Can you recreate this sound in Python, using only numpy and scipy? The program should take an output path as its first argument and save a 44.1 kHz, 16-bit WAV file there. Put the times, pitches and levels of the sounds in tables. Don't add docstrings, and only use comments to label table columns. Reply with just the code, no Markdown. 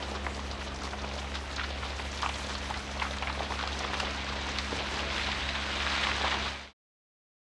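import sys
import numpy as np
from scipy import signal
from scipy.io import wavfile

SR = 44100
rng = np.random.default_rng(int(sys.argv[2]) if len(sys.argv) > 2 else 0)


def to_wav(s):
    ch = np.atleast_2d(s).T
    pcm = np.round(np.clip(ch, -1, 1) * 32767)
    wavfile.write(sys.argv[1], SR, pcm.astype(np.int16))


N = 330307

# time_s, roar_db, hiss_db
BLAZE_LEVELS = [(0.0, -39, -46.5), (0.49, -43, -49), (1.15, -43.5, -49.5), (2.07, -43.5, -46.5),
                (2.42, -46, -44), (3.19, -43.5, -48.5), (3.86, -41.5, -49), (4.19, -43, -52.5),
                (4.67, -43.5, -49.5), (4.89, -38, -47.5), (5.52, -43, -49), (5.92, -40.5, -50),
                (6.33, -38.5, -50.5), (6.48, -42, -48)]
# band_hz, density_db_per_hz
ROAR_SPECTRUM = [(140, -35), (230, 0.5), (250, 0), (361, 1), (520, 0), (695, 0.5), (1880, -8),
                 (3380, -12.5), (6000, -22), (7800, -47), (13200, -120)]
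HISS_SPECTRUM = [(2500, -6.5), (4500, -11.5), (6300, -8), (8000, -18), (10000, -18), (12000, -24)]
RUSH_SPECTRUM = [(400, -20), (800, 1.5), (1500, 2), (2250, 2), (2900, -0.5), (3600, 0), (5000, -8),
                 (7000, -15.5), (10000, -47.5)]
# start_s, length_ms, knock_hz, knock_db, crack_hz, crack_db
TIMBER_POPS = [(0.008, 44.5, 520, -45, 3300, -42.5), (0.023, 4.4, 860, -35, 3000, -31),
               (0.115, 4.9, 500, -30, 2600, -49), (0.137, 35, 840, -38, 2970, -43),
               (0.2657, 1.36, 1300, -26.5, 1860, -22), (0.2668, 1.2, 1050, -25, 1900, -39.5),
               (0.2676, 1.4, 1000, -41, 1900, -27), (0.269, 2.2, 750, -24, 1093, -33),
               (0.344, 5.8, 840, -53, 4460, -37.5), (0.391, 3.6, 750, -30, 3310, -38),
               (0.511, 4.1, 700, -29.5, 3870, -31), (0.589, 1.4, 540, -28, 2870, -50),
               (0.657, 33, 790, -42.5, 3280, -41), (0.828, 35, 799, -43, 4220, -41),
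               (0.835, 2.5, 1120, -33, 4100, -34.5), (0.922, 22, 730, -36, 2180, -57),
               (1.022, 37, 770, -37, 2770, -57), (1.046, 1.5, 726, -27, 2590, -30),
               (0.875, 2.6, 800, -31, 2010, -34), (1.112, 3.8, 1000, -38, 2300, -35),
               (1.163, 2.9, 620, -28, 3580, -38), (1.176, 19, 900, -42, 3000, -38.5),
               (1.247, 3, 1410, -39, 2200, -44), (1.333, 36, 940, -39.5, 3520, -37),
               (1.339, 3.8, 900, -43, 2000, -32), (1.3535, 2, 1500, -34, 3260, -28.5),
               (1.513, 1.7, 800, -43, 4360, -34), (1.561, 6.54, 890, -37, 3900, -29.5),
               (1.579, 7.1, 1500, -30.5, 2660, -43), (1.592, 8.2, 1400, -28, 2800, -33),
               (1.604, 13, 1200, -32, 2200, -35), (1.628, 19, 1170, -34, 3180, -35),
               (1.702, 6.3, 536, -32, 3330, -34), (1.773, 5, 990, -46, 3180, -37),
               (1.797, 16, 95, -36, 3000, -60), (1.828, 6.7, 1034, -29, 2480, -37),
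               (1.847, 8.8, 704, -36, 3680, -40), (1.984, 18, 800, -35, 2170, -36.5),
               (2.138, 1.8, 901, -50, 3430, -37), (2.171, 8.1, 702, -48, 4200, -36.5),
               (2.218, 21, 990, -33, 2900, -41), (2.221, 3.4, 1240, -30, 2300, -38.5),
               (2.2232, 2, 3300, -27.5, 4740, -28), (2.23, 3.4, 925, -21, 2870, -42),
               (2.235, 5.7, 1200, -30.5, 2200, -39), (2.245, 4.9, 1200, -38, 2300, -44),
               (2.261, 2.1, 1050, -17, 2480, -22), (2.287, 10, 855, -31.5, 2540, -30.5),
               (2.335, 13, 720, -41, 3700, -36), (2.478, 42, 940, -36.5, 3300, -42.5),
               (2.542, 2.84, 800, -41, 3600, -29), (2.551, 3.6, 1190, -28, 3770, -29),
               (2.686, 21, 750, -34.5, 3060, -41), (2.7078, 2.6, 800, -21.5, 3080, -39),
               (2.737, 9, 1900, -31.5, 3300, -37), (2.77, 6.4, 1180, -36, 3970, -35.5),
               (2.953, 23.3, 610, -35.5, 3010, -55), (2.995, 5.4, 855, -31, 3036, -29),
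               (3.015, 7, 1010, -29, 1990, -26), (3.022, 3.16, 820, -20.5, 2130, -24.5),
               (3.0245, 5, 1500, -31, 4000, -35), (3.028, 2.5, 995, -34, 2180, -35),
               (3.034, 4.8, 1193, -35, 2200, -37), (3.047, 7.3, 1150, -29, 2000, -42),
               (3.06, 16, 1100, -37.5, 2240, -42), (3.108, 3.2, 665, -28.5, 3680, -31),
               (3.184, 2.2, 904, -36, 3780, -31), (3.218, 16, 1110, -36, 2620, -35),
               (3.2225, 3.24, 870, -23, 2500, -30), (3.228, 4, 1400, -42, 2100, -30),
               (3.271, 3.3, 1304, -30, 2200, -24), (3.275, 5.6, 896, -30, 1700, -35),
               (3.294, 8.5, 1380, -31, 3020, -37), (3.2975, 3.7, 910, -25.5, 2463, -41),
               (3.306, 6, 1200, -43, 2484, -46), (3.326, 3.7, 1000, -48, 4000, -35),
               (3.368, 13, 590, -36, 3000, -51), (3.385, 22, 666, -36, 2920, -54),
               (3.392, 3, 1500, -33.5, 3300, -32), (3.405, 2.8, 680, -21.5, 3000, -45),
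               (3.419, 3, 1000, -33, 2000, -30), (3.425, 9, 720, -36.5, 2800, -37),
               (3.491, 29, 680, -32.5, 3130, -47.5), (3.521, 2, 1010, -25, 1690, -25),
               (3.539, 1.2, 1090, -26.5, 3140, -31), (3.586, 9, 1200, -31, 2900, -34),
               (3.598, 4, 1280, -29.5, 2400, -42), (3.607, 6, 1300, -33, 3300, -34),
               (3.627, 2, 1400, -32, 3800, -29.5), (3.637, 2.4, 936, -23.5, 2500, -31.5),
               (3.653, 2.7, 850, -34, 3190, -42), (3.671, 5, 1210, -31, 2820, -31),
               (3.675, 1.74, 1010, -26, 4500, -29), (3.727, 3.4, 770, -39, 3400, -29),
               (3.791, 3.1, 750, -38, 4910, -29.5), (3.802, 8.1, 523, -28.5, 3340, -40),
               (3.814, 8, 573, -33, 3000, -50), (3.834, 4, 1200, -33, 2200, -35),
               (3.838, 12, 1050, -29, 2870, -35), (3.899, 3.6, 796, -28.5, 3000, -42),
               (3.9334, 2, 835, -22.5, 1950, -27), (3.934, 10, 700, -36, 3300, -32),
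               (3.939, 5, 1500, -31.5, 2300, -34), (3.948, 5, 850, -29, 3000, -37.5),
               (3.997, 7.6, 1500, -33, 4500, -30), (3.9995, 4.5, 1200, -28, 2580, -25),
               (4.009, 26, 540, -33.5, 3320, -57), (4.044, 9, 900, -36, 2800, -35),
               (4.064, 7.5, 1100, -31, 2760, -34), (4.271, 30.7, 1030, -38, 3420, -38),
               (4.349, 32, 550, -38.5, 2910, -40), (4.454, 21, 740, -35.5, 3440, -50),
               (4.558, 3, 1118, -34.5, 3180, -33), (4.5855, 1.3, 2255, -22.5, 4250, -18.5),
               (4.5856, 0.9, 4800, -28, 5400, -29.5), (4.5875, 1.9, 1099, -29.5, 3600, -23),
               (4.591, 3, 1905, -31.5, 2500, -34), (4.718, 7.6, 930, -32, 3100, -49),
               (4.7284, 1.8, 350, -21, 600, -31), (4.789, 19, 710, -33, 3320, -38),
               (4.795, 2.2, 820, -35, 3120, -31), (4.991, 2.9, 790, -30, 2790, -25),
               (5.101, 3.08, 2000, -35, 3280, -28), (5.161, 4, 2300, -30, 3500, -34),
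               (5.178, 5, 1900, -31.5, 3000, -30.5), (5.195, 3.27, 900, -44.5, 2200, -27),
               (5.212, 3.7, 2100, -26, 3700, -34), (5.219, 3, 2300, -27, 3500, -31),
               (5.233, 4.6, 700, -44, 3580, -28), (5.243, 4.4, 2300, -31, 3580, -35),
               (5.268, 4.7, 2300, -29, 3600, -34), (5.288, 3.3, 795, -28, 2534, -40),
               (5.315, 4, 2300, -25, 3917, -30), (5.325, 4, 1000, -31, 2300, -35),
               (5.487, 7, 2200, -28, 3300, -31.5), (5.549, 5.86, 1150, -28.5, 2940, -36),
               (5.801, 4, 1850, -24, 3500, -37), (5.864, 3, 1003, -26, 2200, -31),
               (5.87, 5, 1500, -31, 2200, -29), (5.918, 3, 1400, -35, 3700, -30),
               (5.935, 6, 1100, -28.5, 2300, -30.5), (5.976, 8, 1400, -32, 2100, -30),
               (6.028, 14, 1700, -28, 2660, -30), (6.069, 2.1, 1130, -21.5, 2250, -23),
               (6.078, 23, 900, -33, 1900, -33), (6.114, 4.2, 1500, -25, 2800, -30),
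               (6.21, 6, 700, -27.5, 1984, -37), (6.225, 31, 754, -27, 2000, -39),
               (6.258, 33, 900, -33, 2400, -37), (6.277, 5, 2600, -30, 3300, -32),
               (6.305, 25, 1120, -34.5, 2490, -33), (6.319, 9, 1200, -29, 1700, -30),
               (6.34, 3.4, 890, -23, 3170, -28), (6.445, 27, 1000, -31, 2600, -41)]
# time_s, peak_db
SPARK_TICKS = [(0.833, -33), (0.873, -39), (1.19, -39), (1.353, -34), (1.5603, -32), (2.1476, -35),
               (2.218, -30), (2.2907, -31), (2.702, -34.5), (2.773, -43), (2.9143, -42), (2.995, -39),
               (3.024, -41), (3.185, -38), (3.223, -39), (3.327, -44), (3.392, -46), (3.43, -45),
               (3.506, -42), (3.54, -42), (3.674, -40), (3.79, -27), (3.936, -35), (4.0, -31),
               (4.4675, -33), (4.585, -35.5), (4.8409, -40), (4.8993, -42), (6.0148, -37)]
# time_s, level_db
RUSH_LEVELS = [(0.0, -48.5), (0.59, -50.5), (1.43, -47.5), (1.7, -42.5), (2.85, -45.5), (3.3, -43),
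               (4.15, -38), (4.62, -39), (5.2, -35), (5.77, -34.5), (5.9, -32), (6.05, -31), (6.17, -33),
               (6.28, -32), (6.39, -35), (6.45, -34.5), (6.48, -36)]
SPLINTER_PITCHES_HZ = [1150, 1500, 1900, 2250, 2500, 2900, 3400, 3560, 3940, 4500]
# center_hz, width_hz, base_level_db
RUMBLE_HUMPS = [(29.7, 20, -74.5), (49.4, 7.5, -53.5), (71.4, 32, -54), (101, 10, -57), (134, 55, -59),
                (238, 41, -65.5)]
# time_s, change_db
RUMBLE_SWELL = [(0.0, -0.5), (1.2, -1), (2.5, 2), (4.4, 0.5), (5.3, 1.5), (6.5, 0)]
# multiple, base_level_db (rms)
MOTOR_HARMONICS = [(1, -40), (2, -56), (3, -48.5), (4, -55), (5, -61.5)]
# time_s, change_db
OVERTONE_SWELL = [(0.0, 0.5), (1.0, 0), (1.9, -4.5), (2.3, -0.5), (4.5, 1.5), (6.5, 1)]
# time_s, gain
FADE_GAINS = [(6.47, 0.93), (6.56, 0.42), (6.68, 0.16), (6.733, 0.0)]

CLEAN_BELOW_MS, BREAK_CYCLES = 2.53, 1.2
SMALL_POPS_PER_S, SMALL_KNOCK_MIN_DB, SMALL_CRACK_MIN_DB = 70.0, -43, -44
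TICK_SPREAD_S, TICK_HZ, TICK_WIDTH_HZ = .0018, 6000, 2100
SPLINTERS_PER_S, SPLINTER_CYCLES, SIZZLE_REL_DB = 500, 7.0, -9.5
MOTOR_HZ = 69.3
CUTOFF_HZ = 11600


def from_db(db):
    return 10 ** (np.asarray(db) / 20)


def rms_one(x):
    return x / np.sqrt(np.mean(x ** 2) + 1e-20)


def in_time(rows):
    time_s, *columns = np.transpose(rows)
    return [np.interp(np.arange(N) / SR, time_s, column) for column in columns]


def drift(corner_hz):
    r = np.exp(-80 * np.pi * corner_hz / SR)
    noise = rng.standard_normal(N // 40 + 2002)
    slow = signal.lfilter([1], [1, -2 * r, r * r], noise)[2000:]
    return np.interp(np.arange(N) / 40, np.arange(len(slow)), rms_one(slow))


def resonate(x, hz, width_hz):
    r = np.exp(-np.pi * width_hz / SR)
    feedback = [1, -2 * r * np.cos(2 * np.pi * hz / SR), r * r]
    return signal.lfilter([(1 - r * r) / 2, 0, (r * r - 1) / 2], feedback, x)


def resonate_twice(x, hz, width_hz):
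    return resonate(resonate(x, hz, width_hz), hz, width_hz)


def banded(source, spectrum, shared_db, own_db, flicker_hz):
    out = 0
    together = drift(flicker_hz)
    edges_hz = 200 * 2 ** (np.arange(19) / 3)
    table = np.array(spectrum)
    for k, (low_hz, high_hz) in enumerate(zip(edges_hz, edges_hz[1:])):
        sos = signal.butter(2, [low_hz, high_hz], "band", fs=SR, output="sos")
        band = signal.sosfilt(sos, source[k % 2])
        level_db = np.interp(np.log(low_hz * high_hz) / 2, np.log(table[:, 0]), table[:, 1])
        flicker_db = shared_db * together + own_db * drift(flicker_hz)
        out = out + from_db(level_db + flicker_db) * band
    return rms_one(out)


def grains(per_s, spread_db):
    sizes = from_db(spread_db * np.minimum(rng.exponential(1, (2, N)), 5))
    signs = rng.choice([-1, 1], (2, N))
    return sizes * signs * (rng.random((2, N)) < per_s / SR) + 1e-18


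def blaze_roar():
    noise = rng.standard_normal((2, N))
    roar = banded(noise, ROAR_SPECTRUM, shared_db=.5, own_db=.8, flicker_hz=12.0)
    return from_db(in_time(BLAZE_LEVELS)[0]) * roar


def blaze_hiss():
    clicks = grains(9000, 2.2)
    hiss = banded(clicks, HISS_SPECTRUM, shared_db=2.5, own_db=1.5, flicker_hz=9.2)
    return from_db(in_time(BLAZE_LEVELS)[1]) * hiss


def ragged(count):
    size = (count, 2, 3000)
    return rng.standard_normal(size) * rng.exponential(1, size) ** 0.32


def ringing_spray(spray, hz, width_hz, top_hz):
    ring = resonate_twice(spray, hz, width_hz)
    return rms_one(signal.lfilter(*signal.butter(4, top_hz, fs=SR), ring))


def clean_break(late_s, hz, length_ms):
    spread_s = np.clip(length_ms / 3000, .45 / hz, BREAK_CYCLES / hz)
    return rms_one(np.cos(2 * np.pi * hz * late_s) * np.exp(-(late_s / spread_s) ** 2 / 2))


def bursts(rows, noise):
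    lead, count = 150, noise.shape[-1]
    out = np.zeros(N + count)
    since_s = (np.arange(count) - lead) / SR
    t = np.maximum(since_s, 0)
    for (start_s, length_ms, knock_hz, knock_db, crack_hz, crack_db), sprays in zip(rows, noise):
        length_ms = np.clip(length_ms, .5, 45)
        age = t / (length_ms / 1000)
        swell = age ** 1.8 * np.exp(-2.3 * age ** 2)
        tail = 0.092 * np.minimum(age, 1) * np.exp(-t / 0.024)
        low, high = sprays * (swell + tail)
        clean_share = 1 / (1 + (length_ms / CLEAN_BELOW_MS) ** 3)
        late_s = since_s - .6 * length_ms / 1000
        length_gain = np.sqrt(length_ms / 2000 * SR / count)
        knock = low, knock_hz, knock_db, 0.8, 2.2
        crack = high, crack_hz, crack_db, 0.6, 1.8
        for spray, hz, db, width_share, reach in (knock, crack):
            width_hz = width_share * hz * (1 + length_ms / 60)
            ring = ringing_spray(spray, hz, width_hz, top_hz=min(reach * hz, 9000))
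            snap = clean_break(late_s, hz, length_ms)
            pop = np.sqrt(clean_share) * snap + np.sqrt(1 - clean_share) * ring
            out[round(start_s * SR):][:count] += from_db(db) * pop * length_gain
    return out[lead:][:N]


def timber_pops():
    return bursts(TIMBER_POPS, ragged(count=len(TIMBER_POPS)))


def small_pops():
    draw = rng.random((600, 6))
    start_s = np.cumsum(-np.log(1 - draw[:, 0])) / SMALL_POPS_PER_S
    knock_db = SMALL_KNOCK_MIN_DB - 4.0 * np.log(1 - .85 * draw[:, 1])
    crack_db = SMALL_CRACK_MIN_DB - 2.1 * np.log(1 - .9 * draw[:, 2])
    length_ms = 2.0 * 6.0 ** draw[:, 3]
    knock_hz = 450 * 3.36 ** draw[:, 4]
    crack_hz = 1700 * 3.3 ** draw[:, 5]
    rows = np.transpose([start_s, length_ms, knock_hz, knock_db, crack_hz, crack_db])
    return bursts(rows[start_s < N / SR], ragged(count=600))


def spark_ticks():
    out, t = np.zeros(N), np.arange(400) / SR
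    bell = np.exp(-((t - .004) / TICK_SPREAD_S) ** 2)
    noise = rng.standard_normal((len(SPARK_TICKS), len(t)))
    for (time_s, peak_db), spray in zip(SPARK_TICKS, noise):
        tick = resonate(spray * bell, TICK_HZ, TICK_WIDTH_HZ)
        out[round((time_s - .0025) * SR):][:len(t)] += from_db(peak_db) * tick / np.abs(tick).max()
    return out


def sizzle():
    clicks = grains(SPLINTERS_PER_S, 3.0)[0]
    dealt = rng.integers(len(SPLINTER_PITCHES_HZ), size=N)
    out = 0
    for k, hz in enumerate(SPLINTER_PITCHES_HZ):
        width_hz = hz / SPLINTER_CYCLES * 2
        out = out + rms_one(resonate_twice(clicks * (dealt == k), hz, width_hz))
    return rms_one(out)


def crackle_rush():
    clicks = grains(5000, 2.9)
    fine = banded(clicks, RUSH_SPECTRUM, shared_db=.7, own_db=1.2, flicker_hz=20.0)
    return from_db(in_time(RUSH_LEVELS)[0]) * (fine + from_db(SIZZLE_REL_DB) * sizzle())


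def rumble():
    out = 0
    for hz, width_hz, db in RUMBLE_HUMPS:
        out = out + from_db(db) * rms_one(resonate_twice(rng.standard_normal(N), hz, width_hz))
    return from_db(in_time(RUMBLE_SWELL)[0]) * out


def motor():
    phase = 2 * np.pi * MOTOR_HZ * np.arange(N) / SR
    swell_db = in_time(OVERTONE_SWELL)[0]
    out = 0
    for k, db in MOTOR_HARMONICS:
        level_db = db + (k > 1.5) * swell_db + 1.3 * drift(9.6)
        offset = 2 * np.pi * rng.random() + 0.11 * drift(1.4)
        out = out + np.sqrt(2) * from_db(level_db) * np.sin(round(k) * phase + offset)
    return out


def scene():
    blaze = blaze_roar() + blaze_hiss()
    pops = timber_pops() + small_pops() + spark_ticks()
    return (blaze + pops + crackle_rush() + rumble() + motor())[None]


def record(dry):
    dull = signal.sosfilt(signal.butter(2, 9000, fs=SR, output="sos"), dry)
    steep = signal.ellip(12, .5, 75, CUTOFF_HZ, fs=SR, output="sos")
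    return signal.sosfilt(steep, dull * in_time(FADE_GAINS)[0])


dry = scene()
out = record(dry)
to_wav(out)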